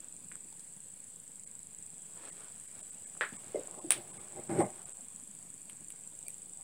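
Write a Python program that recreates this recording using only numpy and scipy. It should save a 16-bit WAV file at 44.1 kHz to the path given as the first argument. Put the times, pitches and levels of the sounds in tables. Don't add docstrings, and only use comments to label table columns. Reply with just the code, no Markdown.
import sys
import numpy as np
from scipy import signal
from scipy.fft import rfft, irfft
from scipy.io import wavfile
from scipy.ndimage import uniform_filter1d

SR = 44100
rng = np.random.default_rng(int(sys.argv[2]) if len(sys.argv) > 2 else 0)


def decibels_to_gain(level_db):
    exponent = np.asarray(level_db, float) / 20
    return 10 ** exponent


def int16_out(signal):
    q = np.round(np.clip(np.atleast_2d(signal).T, -1, 1) * 32767)
    wavfile.write(sys.argv[1], SR, q.astype(np.int16))


N = 292540


def evened(x):
    return x / np.sqrt(np.mean(x ** 2) + 1e-20)


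def read(points, hz):
    f, value = np.transpose(points)
    return np.interp(np.log(hz + 1), np.log(f + 1), value, value[0] - 20, value[-1] - 20)


def follow(rows):
    s, *columns = np.transpose(rows)
    return [np.interp(np.arange(N) / SR, s, c) for c in columns]


def add(mix, s, sound):
    part = mix[round(s * SR):][:len(sound)]
    part += sound[:len(part)]


def ring(x, hz, width_hz):
    return signal.lfilter(*signal.iirpeak(hz, hz / max(width_hz, 10), SR), x)


def steep(x, hz, width_hz):
    y = ring(ring(ring(x, hz, width_hz), hz, width_hz), hz, width_hz)
    return y / abs(y).max()


def filtered(x, order, hz, kind="low"):
    return signal.sosfilt(signal.butter(order, hz, kind, fs=SR, output="sos"), x)


def colour(points):
    log_gain = np.log(decibels_to_gain(read(points, abs(np.fft.fftfreq(4096, 1 / SR)))))
    minimum_phase = np.exp(np.conj(signal.hilbert(log_gain)))
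    taps = np.fft.ifft(minimum_phase).real[:2048]
    return taps / abs(taps).max()


def noise(points, patchy_db):
    a, b, patches = rng.standard_normal((N // 128 + 6, 257, 3)).T
    patches = evened(uniform_filter1d(uniform_filter1d(patches, 6, 0), 16, 1))
    slow_bands = uniform_filter1d(rng.standard_normal(a.shape), 3, 0)
    patches += evened(uniform_filter1d(slow_bands, 200, 1))
    hz = np.fft.rfftfreq(512, 1 / SR)
    z = (a + 1j * b) * decibels_to_gain(read(points, hz)[:, None] + patchy_db * patches)
    return evened(signal.istft(z, nperseg=512, noverlap=384)[1][:N])


def pops(spread_db):
    strength = decibels_to_gain(spread_db * np.minimum(rng.exponential(1, N), 4))
    return strength * (rng.random(N) < 900 / SR) * rng.choice([-1, 1], N)


def stroke(s, db, rise_s, fall_s):
    t = np.arange(0, N / SR, .001) - s
    far = np.where(t < 0, -t / max(rise_s, .003), t / max(fall_s, .003))
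    return decibels_to_gain(db - 30 * far ** 1.2)


def strokes(rows):
    level = np.sqrt(sum(stroke(*row) ** 2 for row in rows))
    return np.interp(np.arange(N) / SR, np.arange(len(level)) * .001, level)


def turns(engine):
    start, speed = engine
    return start + np.cumsum(follow(speed)[0]) / SR


PUFFER = -.234, [(0, 29.99), (6.64, 31.414)]
WHEEZER = .088, [(0, 19.204), (4.5, 18.957), (6.64, 19.606)]
# time_s, level_db, puff_swell_db, wheeze_swell_db
STEAM = [(0, -53, 1, 2), (.5, -52, 6.5, 7.5), (.9, -52, 8.5, 6.5), (1.65, -52.5, 3.5, 3.5),
         (2.3, -50.5, 5, 3.5), (2.9, -50, 3.5, 0.5), (4.3, -51, 3.5, 6.5), (4.5, -50.5, 6.5, 5.5),
         (5.85, -52, 4, 5), (6.3, -50.5, 6, 5.5), (6.63, -52.5, 7, 5)]
# pitch_hz, level_db [per Hz]
HISS = [(900, -18), (1300, -31.5), (1650, -21), (2400, -19.5), (3400, -20.5), (4000, -24.5), (5400, -30.5),
        (6400, -22.5), (7200, -9), (8100, 1), (9200, -8.5), (11400, -21), (13800, -28.5), (15900, -22)]
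# pitch_hz, width_hz, level_db
RIDGES = [(1603, 56, 7), (3380, 350, 1.5), (4860, 580, 6.5), (5880, 180, 5), (5850, 140, -2)]


def steam():
    level_db, puff_db, wheeze_db = follow(STEAM)
    droplets = pops(spread_db=4)
    hiss = noise(HISS, patchy_db=1.4)
    sputter = ring(signal.oaconvolve(droplets, colour(HISS))[:N], 8200, 3000)
    hiss = hiss + decibels_to_gain(-3) * evened(sputter)
    hiss = hiss + sum((decibels_to_gain(db) - 1) * ring(hiss, hz, width_hz) for hz, width_hz, db in RIDGES)
    puff = np.exp(2.5 * (np.cos(2 * np.pi * turns(PUFFER)) - 1))
    wheeze = np.exp(1.8 * (np.cos(2 * np.pi * turns(WHEEZER)) - 1))
    low = ring(ring(hiss, 7880, 1700), 7880, 1700) * (decibels_to_gain(puff_db * puff) - 1)
    high = ring(ring(hiss, 9760, 2500), 9760, 2500) * (decibels_to_gain(wheeze_db * wheeze) - 1)
    return decibels_to_gain(level_db) * evened(filtered(hiss + low + high, 12, 15850))


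KNOCKER = -.107, [(0, 24.757), (1.8, 25.732), (3, 26.08), (5.4, 26.306), (6.64, 26.032)]
# time_s, peak_db
KNOCK = [(0, -33), (.3, -37.5), (.9, -40.5), (1.45, -34), (2.0, -35), (2.6, -38.5), (2.95, -35.5),
         (3.5, -36.5), (3.65, -31.5), (3.8, -36.5), (4.1, -40), (4.9, -34.5), (5.6, -36.5), (6.25, -33),
         (6.63, -34)]
# start_s, peak_db
ODD_KNOCKS = [(.964, -42), (1.003, -40), (1.043, -35), (1.082, -44), (1.122, -46), (1.24, -39),
              (1.279, -34), (1.436, -33), (1.631, -32), (1.709, -38), (1.942, -38), (2.02, -32),
              (2.059, -41), (2.097, -40), (2.136, -34), (2.214, -43), (2.6, -33), (2.869, -34),
              (2.945, -38), (3.137, -38), (3.176, -31), (3.252, -34), (3.405, -43), (3.597, -32),
              (3.673, -28), (3.711, -30), (4.055, -44), (4.132, -46), (4.17, -43), (4.208, -44),
              (4.285, -34), (4.323, -32), (4.437, -32), (4.628, -40), (4.666, -33), (4.704, -31),
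              (4.742, -40), (4.78, -40), (4.856, -32), (4.895, -31), (4.971, -32), (5.123, -39),
              (5.465, -44), (5.503, -33), (5.541, -33), (5.694, -42), (5.884, -32), (5.923, -31),
              (5.961, -38), (5.999, -43), (6.114, -41), (6.152, -36), (6.19, -31), (6.267, -37),
              (6.305, -31), (6.343, -31), (6.382, -35), (6.42, -32), (6.458, -37), (6.573, -32)]
# pitch_hz, level_db [per Hz]
KNOCK_RING = [(900, -46), (2500, -33), (4600, -28), (5600, -34), (6600, -24), (7300, -7), (7950, 0),
              (8550, -9), (9400, -28), (13000, -48), (20000, -55)]


def knocks():
    at = np.flatnonzero(np.diff(np.floor(turns(KNOCKER))))
    size, shift, bounce, lag = rng.standard_normal((len(at), 4)).T
    hits = np.zeros(N + 400)
    level_db = follow(KNOCK)[0][at] + 1.2 + 1.2 * size
    s, odd_db = np.transpose(ODD_KNOCKS)
    nearest = abs(at[:, None] / SR - s).argmin(axis=0)
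    level_db[nearest] = odd_db - 0.5
    at = np.clip(at - 18 + (4 * shift).astype(int), 0, N - 1)
    peak = decibels_to_gain(level_db)
    hits[at] += peak
    rebound_at = at + np.clip(75 + 30 * lag, 25, 300).astype(int)
    hits[rebound_at] += peak * decibels_to_gain(-12 + 3 * bounce)
    return ring(signal.oaconvolve(hits, colour(KNOCK_RING))[:N], 7800, 3600)


# pitch_hz, t60_s
ROOM = [(150, 0.14), (600, 0.19), (2000, 0.21), (5000, 0.21), (9000, 0.15), (12000, 0.17), (16000, 0.37)]


def room_tail():
    taps = np.zeros(SR // 2)
    at = np.arange(40, len(taps) - 20, 12)
    at = at + rng.integers(0, 12, len(at))
    taps[at] = rng.choice([-1., 1.], len(at))
    hz, t, z = signal.stft(taps, SR, nperseg=256)
    room_hz, room_s = np.transpose(ROOM)
    t60 = np.interp(np.log(hz + 1), np.log(room_hz), room_s)
    tail = signal.istft(z * decibels_to_gain(-60 * t / t60[:, None]), SR, nperseg=256)[1]
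    tail *= np.minimum(.55 + np.arange(len(tail)) / SR / .035, 1)
    tail = filtered(tail, 14, 15800)
    return tail / np.linalg.norm(tail)


def struck(direct, room_db, wall_db):
    out = decibels_to_gain(room_db) * signal.fftconvolve(direct, room_tail())
    add(out, 0, direct)
    add(out, .0143, decibels_to_gain(wall_db) * direct)
    return out


# start_s, peak_db, body_db, room_db
SNAPS = [
    (3.9063, -4.5, -20, -5.5),
]
# pitch_hz, level_db [per Hz]
SNAP_TOP = [(3290, -59), (5600, -30), (6440, -19), (8150, 3.5), (9380, 10), (11300, -18), (13600, -25),
            (15300, -17), (16000, -36), (16500, -36)]
# pitch_hz, level_db [per Hz]
SNAP_BODY = [(240, -7), (400, -1.5), (786, 1.5), (1100, -3), (1210, 1), (1690, 1.5), (2200, 4), (3500, 2.5),
             (5200, -7), (6760, -5), (11400, -120)]


def snaps():
    out = np.zeros(N)
    for s, top_db, body_db, room_db in SNAPS:
        add(out, s, struck(decibels_to_gain(top_db) * colour(SNAP_TOP), room_db, wall_db=-9))
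        add(out, s, struck(decibels_to_gain(body_db + 4.5) * colour(SNAP_BODY), room_db=-1, wall_db=-8))
    return out


def metal_taps(rows, top, wall_db):
    out = np.zeros(N)
    for s, top_db, body_db, hz, room_db in rows:
        body = steep(signal.unit_impulse(2048), hz, .85 * hz)
        blow = decibels_to_gain(top_db) * top + decibels_to_gain(body_db + 5.5) * body
        add(out, s + 0.0014, struck(blow, room_db, wall_db))
    return out


# start_s, peak_db, body_db, body_hz, room_db
TICKS = [
    (5.695, -60, -58, 1080, -11),
    (5.6955, -34.5, -50, 2700, -5),
    (5.9023, -31.5, -51, 2920, -6.5),
    (6.2813, -28.5, -55, 2420, -6),
]
# pitch_hz, level_db [per Hz]
TICK = [(3530, -51), (6000, -14), (7260, -43), (8280, 15), (8860, 16), (15000, -21), (16500, -38)]


def ticks():
    return metal_taps(TICKS, colour(TICK), wall_db=-22)


# start_s, peak_db, body_db, body_hz, room_db
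CLICKS = [
    (0.3148, -46, -45.5, 1650, -10),
    (0.319, -33, -47.5, 2060, -8),
    (0.3252, -43, -68, 1910, -12),
    (0.332, -45, -67, 2430, -10.1),
    (0.3538, -27.5, -51.5, 1420, -26),
    (0.5252, -40, -54, 4100, -15),
    (0.5941, -35, -50, 5130, -16),
]


def clicks():
    return metal_taps(CLICKS, steep(colour(HISS), 8200, 5000), wall_db=-21)


# start_s, peak_db, room_db
FLICKS = [
    (6.283, -22, -24),
]


def flicks():
    out = np.zeros(N)
    for s, db, room_db in FLICKS:
        add(out, s, struck(decibels_to_gain(db) * steep(signal.unit_impulse(512), 10200, 7900), room_db, wall_db=-28))
    return out


# start_s, peak_db, room_db
CLACKS = [
    (3.21, -16, 1),
    (3.2122, -28, -11),
    (3.2183, -22, -5),
]
# pitch_hz, level_db [per Hz]
CLACK = [(88, -37), (150, -25), (288, -27.5), (341, -14.5), (465, -13), (777, -23), (1740, -5.5),
         (2130, -15.5), (3760, -26.5), (5570, -41), (6960, -43), (8260, -18), (9000, -30), (11700, -39),
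         (19800, -120)]


def clacks():
    out = np.zeros(N)
    for s, db, room_db in CLACKS:
        add(out, s, struck(decibels_to_gain(db) * ring(colour(CLACK), 1470, 5600), room_db, wall_db=-38))
    return out


# pitch_hz, level_db, t60_s
CLACK_RING = [(1270, -13, 0.18), (1420, 0, 0.24), (1670, 3, 0.17), (1800, -1, 0.15), (1890, -4, 0.14),
              (2245, -14, 0.28), (2440, -15, 0.17)]


def clack_body():
    out, t = np.zeros(N), np.arange(SR // 4) / SR
    body = sum(decibels_to_gain(db - 60 * t / t60) * np.sin(2 * np.pi * (hz * t + rng.random()))
               for hz, db, t60 in CLACK_RING)
    add(out, CLACKS[0][0], decibels_to_gain(-52) * np.minimum(t / .006, 1) * body)
    return out


# start_s, peak_db, pitch_hz, room_db
THUDS = [(0.524, -55.5, 870, -17), (2.765, -58.5, 145, 10), (3.323, -42, 226, -2.5),
         (3.454, -63, 190, 15.5), (3.545, -26, 448, -1), (3.555, -38.5, 531, 7), (3.68, -49, 398, 0),
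         (3.683, -56, 1020, -12), (3.741, -54, 455, 4), (3.743, -53, 1110, -1), (3.776, -47, 295, -20),
         (3.957, -50, 338, 6), (4.495, -39, 346, -5), (4.514, -35, 307, 2), (4.581, -27.5, 340, 7),
         (4.612, -37.5, 1063, -3), (4.605, -24, 758, -3.5)]
# start_s, peak_db, pitch_hz, room_db
BONKS = [
    (3.840, -37, 325, -6.5),
    (3.868, -45, 329, -5),
]


def thuds():
    out = np.zeros(N)
    for rows, width_hz in ((THUDS, 206), (BONKS, 51)):
        for s, db, hz, room_db in rows:
            blow = decibels_to_gain(db) * steep(signal.unit_impulse(4000), hz, width_hz)
            add(out, s, struck(blow, room_db, wall_db=-24))
    return out


# start_s, peak_db, pitch_hz, width_hz
BLIPS = [(3.1515, -46.5, 900, 1300), (3.168, -48, 1200, 900), (3.2265, -35, 1800, 450),
         (3.234, -30, 1450, 500), (3.239, -34, 1570, 600), (3.248, -42, 1600, 500),
         (3.5555, -32, 594, 170), (3.583, -39, 594, 200), (3.682, -43, 700, 1000), (3.743, -47, 900, 1220),
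         (3.9061, -28.5, 15500, 1200), (3.9073, -17, 8900, 2500), (3.92, -21, 2800, 3000),
         (3.9206, -34, 15200, 1200), (3.9206, -30, 13200, 3000), (3.923, -18, 9000, 2000),
         (3.9235, -43, 15400, 1500), (4.494, -40, 800, 1200), (4.585, -24, 339, 85),
         (4.591, -43, 2160, 160), (4.603, -42, 2070, 160), (4.61, -26, 550, 121), (4.612, -32, 807, 89.5),
         (4.497, -39.5, 805, 100), (4.5, -38, 617, 100), (4.514, -36, 330, 80), (4.629, -35, 194, 60),
         (3.545, -40.5, 282, 130), (3.589, -43.5, 307, 100), (3.843, -43.5, 520, 300),
         (3.217, -40, 610, 202), (3.232, -47, 600, 200), (5.6966, -54, 3930, 1200), (6.267, -63, 346, 400),
         (6.277, -58, 350, 400), (5.697, -52, 2250, 350), (5.6967, -47, 3200, 600),
         (5.698, -40, 8700, 900), (5.699, -56, 15300, 1200), (5.9035, -52, 15400, 1200),
         (5.9053, -56, 2300, 600), (5.9035, -56, 1500, 1500), (4.851, -55, 148, 50),
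         (5.02, -56.5, 240, 70), (5.139, -54, 200, 70), (5.22, -57.5, 250, 70), (5.29, -54.5, 197, 60),
         (6.2645, -56, 4650, 500), (6.2815, -47.5, 2390, 350), (6.295, -44, 12500, 6000)]


def blips():
    out = np.zeros(N)
    for s, db, hz, width_hz in BLIPS:
        add(out, s, decibels_to_gain(db) * steep(signal.unit_impulse(3000), hz, width_hz))
    return filtered(out, 10, 16000)


# pitch_hz, width_hz, level_db
TABLE = [(103, 63, -6.5), (131, 22, -4), (159, 21, -4), (201, 67, 1.5), (351, 45, 5.5), (430, 51, -14),
         (602, 46, 2.5), (793, 24, -1), (1102, 22, -15.5), (1660, 91, -33), (2100, 140, -14.5)]
# peak_s, peak_db, rise_s, fall_s, brightness [0-1]
DRAG = [(3.332, -63, 0.025, 0.067, .6), (3.51, -68, .2, 0.024, 0.4), (3.552, -56, 0.0096, 0.1, 0.5),
        (3.82, -60.5, 0.76, 0.079, 1), (3.879, -56, 0.11, 0.15, .05), (3.978, -48.5, 0.056, .1, 1),
        (4.19, -55, 0.29, 0.15, 0.73), (4.386, -44, 0.089, 0.082, 0.96), (4.495, -38, 0.0056, 0.29, 1),
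        (4.555, -39.5, 0.12, 0.1, 0), (4.611, -33, 0.086, 0.1, 1)]


def dragging(slips):
    modes = [(hz, decibels_to_gain(db) * evened(ring(ring(slips, hz, 3 * width_hz), hz, width_hz)))
             for hz, width_hz, db in TABLE]
    out = np.zeros(N)
    for *push, bright in DRAG:
        tilt_db = 10 * (bright - 1)
        shake = sum(decibels_to_gain(tilt_db * np.log2(hz / 350)) * mode for hz, mode in modes)
        steady = shake / np.sqrt(uniform_filter1d(shake ** 2, 3000) + 1e-9)
        out += strokes([push]) * steady
    return out


# peak_s, peak_db, rise_s, fall_s
SCUFF = [
    (4.502, -48, 0.029, 0.31),
    (4.61, -41.5, .09, 0.08),
    (4.702, -57, 0.0099, 0.0093),
]
# pitch_hz, width_hz, level_db
SQUEAL = [(8290, 330, -1), (8900, 350, -8), (5300, 260, -27)]


def scuffing(slips):
    grit = slips + rng.standard_normal(N)
    scrape = evened(ring(signal.oaconvolve(grit, colour(HISS))[:N], 10200, 2600))
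    squeal = sum(decibels_to_gain(db) * evened(ring(ring(grit, hz, width_hz), hz, width_hz)) for hz, width_hz, db in SQUEAL)
    body = evened(filtered(grit, 5, [870, 2290], "band"))
    return strokes(SCUFF) * (decibels_to_gain(-6.5) * scrape + squeal + decibels_to_gain(-5.5) * body)


# peak_s, peak_db, rise_s, fall_s
RUSTLE = [(.03, -68.5, 0.025, 0.14), (2.282, -59.5, 0.31, 0.061), (2.41, -62.5, 0.21, 0.33),
          (2.802, -63.5, 0.17, 0.081), (2.9, -76, 0.4, 0.45), (3.335, -60, 0.028, 0.074),
          (3.58, -62.5, 0.52, 0.45), (4.2, -66.5, .9, 1.6), (4.498, -57.5, 0.014, 0.078),
          (4.606, -53.5, 0.16, 0.064), (4.81, -66, 0.49, 0.062), (4.87, -64.5, .02, 0.11)]
# pitch_hz, level_db [per Hz]
CLOTH = [(120, -39), (200, -15), (305, -7), (453, 0.5), (903, -3.5), (1660, -5), (2390, -8), (3210, -11),
         (5800, -18.5), (7540, -41), (12800, -120)]


def rustle():
    grain = decibels_to_gain(2 * evened(uniform_filter1d(rng.standard_normal(N), 150)))
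    cloth = evened(noise(CLOTH, patchy_db=1.2) * grain)
    return decibels_to_gain(4.5) * strokes(RUSTLE) * cloth


# pitch_hz, level_db [per Hz]
HUM = [(12, -62), (20, -18), (33, -10), (65, -15), (93, 2), (129, -4), (166, 6.5), (367, -9.5), (464, -4.5),
       (555, -10), (1500, -17.5), (1950, -44), (3300, -120)]
# peak_s, peak_db, rise_s, fall_s
SHUFFLE = [
    (.39, -63, 1.4, 1.3),
    (2.0, -59, 0.68, 1),
    (2.34, -56, 0.52, 0.13),
    (3.16, -51.5, 0.58, 1.6),
    (3.78, -46, 0.62, 1.5),
    (4.3, -62, 1.5, 0.56),
    (4.95, -58.5, 1.4, 3.2),
    (5.35, -56.5, 1.7, 1.7),
    (6.6, -54, 1.15, 2.9),
]
# pitch_hz, level_db [per Hz]
MURK = [(120, -24), (200, 1.5), (368, -6.5), (453, -7.5), (647, -6.5), (812, -5), (1600, -27.5),
        (2080, -58), (3520, -120)]


def rumble():
    hz = np.fft.rfftfreq(N, 1 / SR)
    tone = evened(irfft(rfft(rng.standard_normal(N)) * decibels_to_gain(read(HUM, hz)), N))
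    lumps = decibels_to_gain(2.2 * np.clip(evened(ring(rng.standard_normal(N), 14, 20)), -2, 2))
    shuffle = strokes(SHUFFLE) * lumps * noise(MURK, patchy_db=3.5)
    return lumps ** 0.98 * decibels_to_gain(-66) * tone + decibels_to_gain(-10.5) * shuffle


def scene():
    blows = snaps() + ticks() + clicks() + flicks() + clacks() + thuds()
    slips = pops(spread_db=0.65)
    table = filtered(blows + dragging(slips) + scuffing(slips), 3, 87.6, "high")
    mix = steam() + knocks() + table + rustle() + rumble() + blips() + clack_body()
    return filtered(mix, 12, 16400)[None]


# start_s, loss_db, lowest_lost_hz
DIPS = [(1.454, -40, 700), (2.312, -18, 600), (2.673, -11, 600), (2.822, -19, 800), (2.911, -19, 600),
        (3.057, -22, 500), (3.377, -22, 300), (3.804, -18, 500), (4.124, -19, 600), (4.188, -22, 500),
        (4.484, -10, 2500), (4.636, -13, 1300), (4.851, -14, 300), (4.934, -20, 600), (6.276, -14, 900)]


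def band_dips(x):
    out, hz = x.copy(), np.fft.rfftfreq(4096, 1 / SR)
    gap = np.pad(signal.windows.tukey(780, .9), 1658)
    for s, loss_db, low_hz in DIPS:
        part = x[round(s * SR) - 2048:][:4096] * signal.windows.tukey(4096, .7)
        weak_bands = ((hz > low_hz) & (hz < 6900)) | (hz > 9600)
        weak = irfft(rfft(part) * weak_bands)
        add(out, s - 2048 / SR, (decibels_to_gain(1.2 * loss_db * gap) - 1) * weak)
    return out


# start_s, pitch_hz, level_db
STRAYS = [(2.312, 1940, -65.5), (2.822, 656, -69), (3.057, 2170, -70), (3.057, 1670, -68),
          (3.377, 2170, -67), (3.377, 1090, -65), (3.562, 2100, -58), (3.804, 1030, -57.5),
          (4.124, 980, -63), (4.15, 1600, -67), (4.195, 1160, -65), (4.19, 2160, -66), (4.64, 2100, -55),
          (4.851, 665, -68), (6.275, 2360, -64), (6.275, 4610, -68), (6.275, 650, -68)]


def strays():
    out = np.zeros(N)
    for s, hz, db in STRAYS:
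        band = steep(rng.standard_normal(1800), hz, 200)[400:]
        add(out, s - 700 / SR, decibels_to_gain(db) * evened(band) * signal.windows.tukey(1400, .5))
    return out


def low_pass(x):
    return signal.sosfilt(signal.butter(12, 16790, fs=SR, output="sos"), x)


def record(dry):
    mix = band_dips(dry[0]) + strays()
    return low_pass(mix[None] - .0006)


dry = scene()
out = record(dry)
int16_out(out)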